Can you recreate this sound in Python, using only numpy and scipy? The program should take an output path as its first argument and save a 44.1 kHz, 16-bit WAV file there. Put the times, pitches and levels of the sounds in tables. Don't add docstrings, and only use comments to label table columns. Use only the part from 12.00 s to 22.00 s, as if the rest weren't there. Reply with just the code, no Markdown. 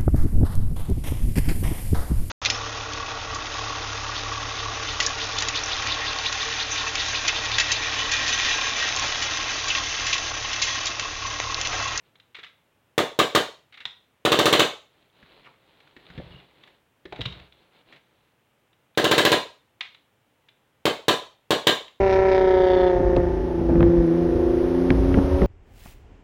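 import sys
import numpy as np
from scipy import signal
from scipy.io import wavfile
from scipy.ndimage import uniform_filter1d

SR = 44100
rng = np.random.default_rng(int(sys.argv[2]) if len(sys.argv) > 2 else 0)


def int16_out(signal):
    q = np.round(np.clip(np.atleast_2d(signal).T, -1, 1) * 32767)
    wavfile.write(sys.argv[1], SR, q.astype(np.int16))


N = 441000

# (frequency [Hz], relative density [dB per Hz])
AIR_SPECTRUM = [(15, -29), (25, -4.5), (33, -20), (114, -3.5), (200, -11), (270, -9), (384, -11.5),
                (503, -10), (754, -14), (863, -12), (1040, -15), (3080, -19), (4610, -30.5), (13600, -33),
                (16000, -30.5)]
AIR_DB = -67.5

# (start [s], length [s], relative level at the middle [dB])
STROKES = [(.03, 0.073, -63), (2.884, 0.22, -62), (3.116, 0.45, -53), (3.548, 0.52, -58),
           (3.984, 0.52, -49.5), (4.48, 0.31, -56.5), (5.095, 0.4, -47.5), (5.496, 0.23, -59),
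           (5.711, 0.12, -55.5), (5.853, .14, -54), (6.0, .35, -67)]
STROKE_SHAPE = 0.63
# (frequency [Hz], relative density [dB per Hz])
RUBBING_SPECTRUM = [(59, -10), (100, -34), (129, -3.5), (210, -11), (335, -5), (1330, -13.5), (1830, -15),
                    (3190, -12.5), (4110, -14.5), (5770, -43), (16000, -53)]
TICKS_PER_S, TICK_DB, TICK_SPREAD_DB, TICK_S, TICK_HZ = 9, 1, 9, 0.0021, 2620

# (time [s], relative level [dB], main resonance [Hz])
CLICKS = [(.155, -50.5, 3160), (0.199, -48, 3000), (0.351, -34.5, 2700), (.435, -35.5, 2180),
          (.444, -36.5, 2720), (1.8531, -22.5, 3450), (3.803, -48, 2150), (3.874, -50.5, 1490),
          (4.636, -44, 2820), (4.675, -44.5, 1900), (5.160, -38, 2000), (5.208, -31, 3200),
          (5.214, -24.5, 3340), (5.253, -29, 2800), (5.2562, -23, 3240), (5.323, -37.5, 3290),
          (5.523, -50, 3550), (6.73, -58.5, 2490), (6.949, -55.5, 3070), (7.808, -22.5, 3135),
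          (7.946, -43, 3000), (8.486, -45.5, 2885), (9.880, -43, 2750)]
CLICK_S = 0.0052
# (frequency [Hz], relative density [dB per Hz])
CLICK_SPECTRUM = [(150, -22), (700, -11.5), (1200, -4), (2100, -2.5), (3000, -5), (3800, 1), (4400, -12),
                  (5200, -20.5), (7500, -27.5), (10000, -44), (16000, -40)]
# (start [s], length [s], relative level at the start [dB], relative level at the end [dB])
DRAGS = [(0.341, .14, -40, -46.5), (1.723, 0.1, -47.5, -35), (5.933, .03, -44, -50),
         (7.818, 0.031, -32.5, -43)]
SLIP_GAP_S, SLIP_JITTER_S, SLIP_S, SLIP_HZ = 0.026, 0.0056, 0.011, 2300

# (time [s], relative level [dB], contact pitch [Hz], relative clatter of the fittings [dB])
KNOCKS = [(.386, -49.5, 420, -41), (1.856, -53, 160, -49), (3.227, -50, 162, -48.5),
          (3.965, -46.5, 298, -43), (4.101, -44.5, 140, -42.5), (4.148, -44, 110, -57),
          (4.177, -29, 149.2, -40.5), (4.185, -28, 183, -45), (4.199, -35.5, 533, -56),
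          (5.054, -36, 360, -40), (5.124, -30.5, 630, -34.5), (5.191, -31.5, 398, -45),
          (5.197, -30, 121, -53), (5.215, -35, 110, -42), (5.260, -28.5, 119, -48)]
CLATTER_S, CLATTER_HZ = 0.007, 1820
# (first bump [s], relative level [dB], pitch [Hz])
ROCKS = [(4.264, -42.5, 119), (5.325, -47, 85)]
ROCK_GAP_S = .04
# (frequency [Hz], relative level [dB], time to fall 60 dB [s])
TABLETOP = [(62.3, -3, .55), (80.2, -2, .32), (113, -1.5, .24), (130.6, -.5, .27), (177.4, -.5, .27),
            (280, -4, .13), (406.5, .5, .13), (487.4, 3, .15)]
TABLE_ANSWER_DB, TABLE_ANSWER_HZ, TABLE_DB_PER_OCTAVE = -2, 130, -4

# (time [s], rounds fired [count], relative valve snap [dB],
# hoot pitch at the middle [Hz], relative hoot [dB], hoot length [s])
PULLS = [(0.979, 1, -0.5, 1224, -2.5, 0.0093), (1.1894, 1, 3, 1180, 1.5, 0.011),
         (1.3496, 1, 4, 1195, 2, 0.0088), (2.2508, 6, 0, 1173, -3.5, 0.0081),
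         (6.9744, 6, -.5, 1628, -7, 0.02), (8.8541, 1, .5, 1152, -7, 0.013),
         (9.0821, 1, 3.5, 1170, -4, .011), (9.5061, 1, 1, 1120, -8, 0.008),
         (9.6693, 1, 3.5, 1120, -6, 0.0057)]
CYCLE_S, LIMP_S = .06892, .0016
BUILD_DB_PER_ROUND, BUILD_TOP_DB = 1.35, 4
# (frequency [Hz], relative density [dB per Hz])
POP_SPECTRUM = [(30, -30), (70, -24), (120, -9), (200, -3.5), (320, -1.5), (480, 3), (640, -3), (900, -11),
                (1500, -20.5), (4000, -51.5)]
# (frequency [Hz], relative level [dB], time to fall 60 dB [s])
POP_RINGING = [(131, -11, .34), (165, -13, .3), (281, -9, .22), (313, -2, .24), (355, -2, .23),
               (401, -4, .2), (501, -1, .28), (524, -6, .24), (624, -3, .24), (654, -6, .24),
               (697, -8, .22), (995, -10, .3), (1102, -8, .34), (1160, -9, .26), (1228, -8, .24)]
# (frequency [Hz], relative density [dB per Hz])
SNAP_SPECTRUM = [(200, -21), (600, -9), (1050, 5), (1350, -4.5), (1800, 1.5), (2400, -4.5), (2850, -0.5),
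                 (3800, 0.5), (4300, -5), (5000, -13.5), (7000, -13), (10000, -21.5), (13000, -21.5),
                 (16000, -20.5)]
# (frequency [Hz], relative level [dB], time to fall 60 dB [s])
RECEIVER_METAL = [(1625, -1, .14), (1680, -3, .12), (2200, -7, .06), (2780, -2, .18), (3110, -3, .06),
                  (3460, -2, .06), (3690, 0, .05), (3835, -3, .16)]

# (time [s], length [s], first pitch [Hz], last pitch [Hz], width [Hz], level [dB])
SQUEAKS = [(3.435, .055, 2700, 2000, 1400, -51), (3.445, .06, 1500, 800, 500, -52),
           (4.26, .18, 2890, 2830, 130, -55)]

# (delay [s], relative level [dB])
ECHOES = [(.0022, -17), (.0064, -8.5), (.0088, -16.5), (.0120, -10), (0.0154, -9.5), (0.0243, -2.5),
          (0.0257, -4.5), (.0272, -4), (0.0347, -12.5), (.0500, -21), (0.0541, -12.5), (0.0605, -16.5)]
# (frequency [Hz], time to fall 60 dB [s])
REVERB_DECAY = [(100, 0.11), (260, 0.26), (700, 0.34), (1800, 0.31), (3800, 0.35), (7000, 0.33),
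                (14000, .26)]
# (frequency [Hz], relative level [dB])
REVERB_STRENGTH = [(100, -2.5), (500, 0.5), (1200, -0.5), (3800, -2), (7000, -1.5), (14000, -3)]

CEILING = .85
EDGE_HZ = 16100


def amp(db):
    return 10 ** (np.asarray(db) / 20)


def evened(x):
    return x / np.sqrt(np.mean(x ** 2) + 1e-20)


def read(points, hz):
    f, value = np.transpose(points)
    return np.interp(np.log(hz + 1), np.log(f + 1), value)


def add(mix, s, sound):
    part = mix[round(s * SR):][:len(sound)]
    part += sound[:len(part)]


def through(x, response):
    return signal.oaconvolve(x, response)[:len(x)]


def colour(points, size=4096):
    log_gain = np.log(amp(read(points, abs(np.fft.fftfreq(size, 1 / SR)))))
    minimum_phase = np.exp(np.conj(signal.hilbert(log_gain)))
    response = np.fft.ifft(minimum_phase).real[:size // 2]
    return response / np.linalg.norm(response)


def ring(modes):
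    t = np.arange(SR // 2) / SR
    sound = np.zeros(len(t))
    for hz, db, t60 in modes:
        sound += amp(db - 60 * t / t60) * np.sin(2 * np.pi * hz * t)
    return sound / np.linalg.norm(sound)


def burst(t, rise, fall):
    t = np.maximum(t, 0)
    return rng.standard_normal(len(t)) * (1 - np.exp(-t / rise)) * np.exp(-t / fall)


def still_air():
    return amp(AIR_DB) * evened(through(rng.standard_normal(N), colour(AIR_SPECTRUM)))


def hands(rub_db=-4, grains_per_s=900, grain_db=3):
    level = np.zeros(N)
    for s, length, db in STROKES:
        arch = abs(np.sin(np.linspace(0, np.pi, round(length * SR)))) ** STROKE_SHAPE
        add(level, s, amp(db + rub_db) * arch)
    sizes = amp(grain_db * np.minimum(rng.exponential(1, N), 4))
    grains = (rng.random(N) < grains_per_s / SR) * sizes * rng.choice([-1, 1], N)
    friction = evened(grains) + rng.standard_normal(N)
    return level * evened(through(friction, colour(RUBBING_SPECTRUM)))


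def ticks():
    rows = []
    for start, length, db in STROKES:
        draws = rng.uniform(-1.1, 1, (round(TICKS_PER_S * length), 3))
        for when, strength, octaves in draws:
            s = start + length * (1 + when) / 2
            tick_db = db + TICK_DB + TICK_SPREAD_DB * strength
            rows.append((s, tick_db, TICK_S, TICK_HZ * 2 ** (octaves / 2)))
    return rows


def slips():
    rows = []
    for start, length, first_db, last_db in DRAGS:
        for t in np.arange(0, length, SLIP_GAP_S):
            s = start + t + SLIP_JITTER_S * rng.standard_normal()
            db = first_db + (last_db - first_db) * t / length
            rows.append((s, db, SLIP_S, SLIP_HZ))
    return rows


def small_contacts():
    snaps = [(s, db, CLICK_S, hz) for s, db, hz in CLICKS]
    clatter = [(s, db, CLATTER_S, CLATTER_HZ) for s, _, _, db in KNOCKS]
    return snaps + clatter + slips() + ticks()


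def clicks(click_db=1, sharpness=2, part_db=5):
    t, force = np.arange(SR // 8) / SR, np.zeros(N)
    for s, db, fall, hz in small_contacts():
        strike = burst(t, rise=.0001, fall=0.00033)
        scrape = burst(t, rise=0.00062, fall=fall) + strike
        part = signal.lfilter(*signal.iirpeak(hz, sharpness, fs=SR), scrape)
        add(force, s, amp(click_db + db) * (.5 * scrape + .5 * amp(part_db) * part))
    return through(force, colour(CLICK_SPECTRUM))


def heavy_contacts(count=3):
    bumps = [(s + k * ROCK_GAP_S, db, hz) for s, db, hz in ROCKS for k in range(count)]
    rows = []
    for s, db, hz, *_ in KNOCKS + bumps:
        octaves = np.log2(hz / TABLE_ANSWER_HZ)
        rows.append((s, db, hz, TABLE_ANSWER_DB + TABLE_DB_PER_OCTAVE * octaves))
    return rows


def knocks(table_reach=2.1, knock_db=23, cycles=0.79, scuff=0.18):
    t, out = np.arange(SR // 2) / SR, np.zeros(N)
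    for s, db, hz, table_db in heavy_contacts():
        force = signal.unit_impulse(len(t)) + scuff * burst(t, rise=0.00098, fall=0.01)
        body = t * np.exp(-hz * t / cycles * 2) * np.sin(2 * np.pi * hz * t)
        thud = through(force, body)
        thud = thud / np.linalg.norm(thud)
        low_pass = signal.butter(2, table_reach * hz, fs=SR, output="sos")
        table = signal.sosfilt(low_pass, ring(TABLETOP))
        table = table / np.linalg.norm(table)
        add(out, s, amp(knock_db + db) * (thud + amp(table_db) * table))
    return out


def shots():
    rows = []
    for s, rounds, snap_db, hz, hoot_db, length in PULLS:
        for k in range(round(rounds)):
            build_db = min(k * BUILD_DB_PER_ROUND, BUILD_TOP_DB)
            when = s + k * CYCLE_S - k % 2 * LIMP_S
            rows.append((when, snap_db + build_db, hz, hoot_db + build_db, length))
    return rows


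def pops(pop_db=9.0, follows_snap=.2, ring_db=-8, table_db=-21):
    kicks = np.zeros(N)
    for s, db, *_ in shots():
        add(kicks, s, [amp(pop_db + follows_snap * db)])
    kicks = signal.sosfilt(signal.butter(2, 85, "high", fs=SR, output="sos"), kicks)
    resonance = amp(ring_db) * ring(POP_RINGING) + amp(table_db) * ring(TABLETOP)
    return -through(kicks, colour(POP_SPECTRUM)), through(kicks, resonance)


def valve(snap_db=-14, fall=0.01, thin_hz=1700, return_s=.0095, return_db=-3, return_fall=0.01,
          dull_hz=5000, metal_db=-15, rattle_db=2.0):
    t, rush = np.arange(SR // 10) / SR, np.zeros(N)
    thin, dull = signal.butter(1, thin_hz, "high", fs=SR), signal.butter(1, dull_hz, fs=SR)
    for s, db, *_ in shots():
        opening = signal.lfilter(*thin, burst(t, rise=0.00089, fall=fall))
        closing = signal.lfilter(*dull, burst(t - return_s, rise=0.00042, fall=return_fall))
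        chatter = evened(uniform_filter1d(rng.standard_normal(len(t)), size=40))
        rattle = amp(rattle_db * chatter)
        add(rush, s, amp(snap_db + db) * rattle * (opening + amp(return_db) * closing))
    return through(rush, colour(SNAP_SPECTRUM)) + amp(metal_db) * through(rush, ring(RECEIVER_METAL))


def barrel(hoot_db=-14, lag=.0085, glide=0.093, rough=0.027):
    out = np.zeros(N)
    for s, _, hz, db, length in shots():
        u = np.linspace(0, 1, round(length * SR))
        flutter = evened(uniform_filter1d(rng.standard_normal(len(u)), size=30))
        turns = np.cumsum(hz * (1 + glide * (u - .5) + rough * flutter)) / SR
        swell = np.sin(np.pi * u)
        add(out, s + lag, amp(hoot_db + db) * swell * np.sin(2 * np.pi * turns))
    return out


def squeaks():
    out = np.zeros(N)
    for s, length, first_hz, last_hz, width, db in SQUEAKS:
        hz = np.linspace(first_hz, last_hz, round(length * SR))
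        low_pass = signal.butter(2, width / 2, fs=SR, output="sos")
        grip = signal.sosfilt(low_pass, rng.standard_normal(len(hz)))
        slip = evened(grip * np.sin(2 * np.pi * np.cumsum(hz) / SR))
        add(out, s, amp(db) * slip * np.hanning(len(hz)))
    return out


def echoes(x, echo_db, dull_hz=5000):
    out, dull = np.zeros(N), signal.lfilter(*signal.butter(2, dull_hz, fs=SR), x)
    for delay, db in ECHOES:
        add(out, delay, amp(db + echo_db) * dull)
    return out


def reverb(x, start=0.0041, build=0.016):
    taps = rng.choice([-1., 1.], SR) * (rng.random(SR) < .1)
    hz, t, bands = signal.stft(taps, SR, nperseg=256)
    fade_db = read(REVERB_STRENGTH, hz)[:, None] - 60 * t / read(REVERB_DECAY, hz)[:, None]
    tail = signal.istft(bands * amp(fade_db), SR, nperseg=256)[1][:SR]
    tail = tail * np.clip((np.arange(SR) / SR - start) / build, 0, 1)
    return through(x, tail / np.linalg.norm(tail))


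def scene():
    air = still_air()
    handling = hands() + clicks() + squeaks()
    thuds = knocks()
    pop, ringing = pops()
    snap, hoot = valve(), barrel()
    direct = pop + ringing + snap + hoot + handling + thuds
    early = echoes(pop, echo_db=-2.0) + echoes(snap, echo_db=-11.0)
    early += echoes(hoot, echo_db=-11) + echoes(handling, echo_db=-19.5)
    late = reverb(amp(-4.0) * pop + amp(-14.0) * hoot)
    late += reverb(amp(-5.0) * snap)
    late += reverb(amp(-10) * handling + amp(-10) * thuds)
    return (direct + early + late + air)[None]


def record(dry, low_cut_hz=40):
    thin = signal.sosfilt(signal.butter(2, low_cut_hz, "high", fs=SR, output="sos"), dry)
    rounded = thin / (1 + (thin / CEILING) ** 4) ** .25
    band_limit = signal.firwin(511, EDGE_HZ, window=("kaiser", 9), fs=SR)
    return signal.oaconvolve(rounded, band_limit[None], "same")


dry = scene()
out = record(dry)
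int16_out(out)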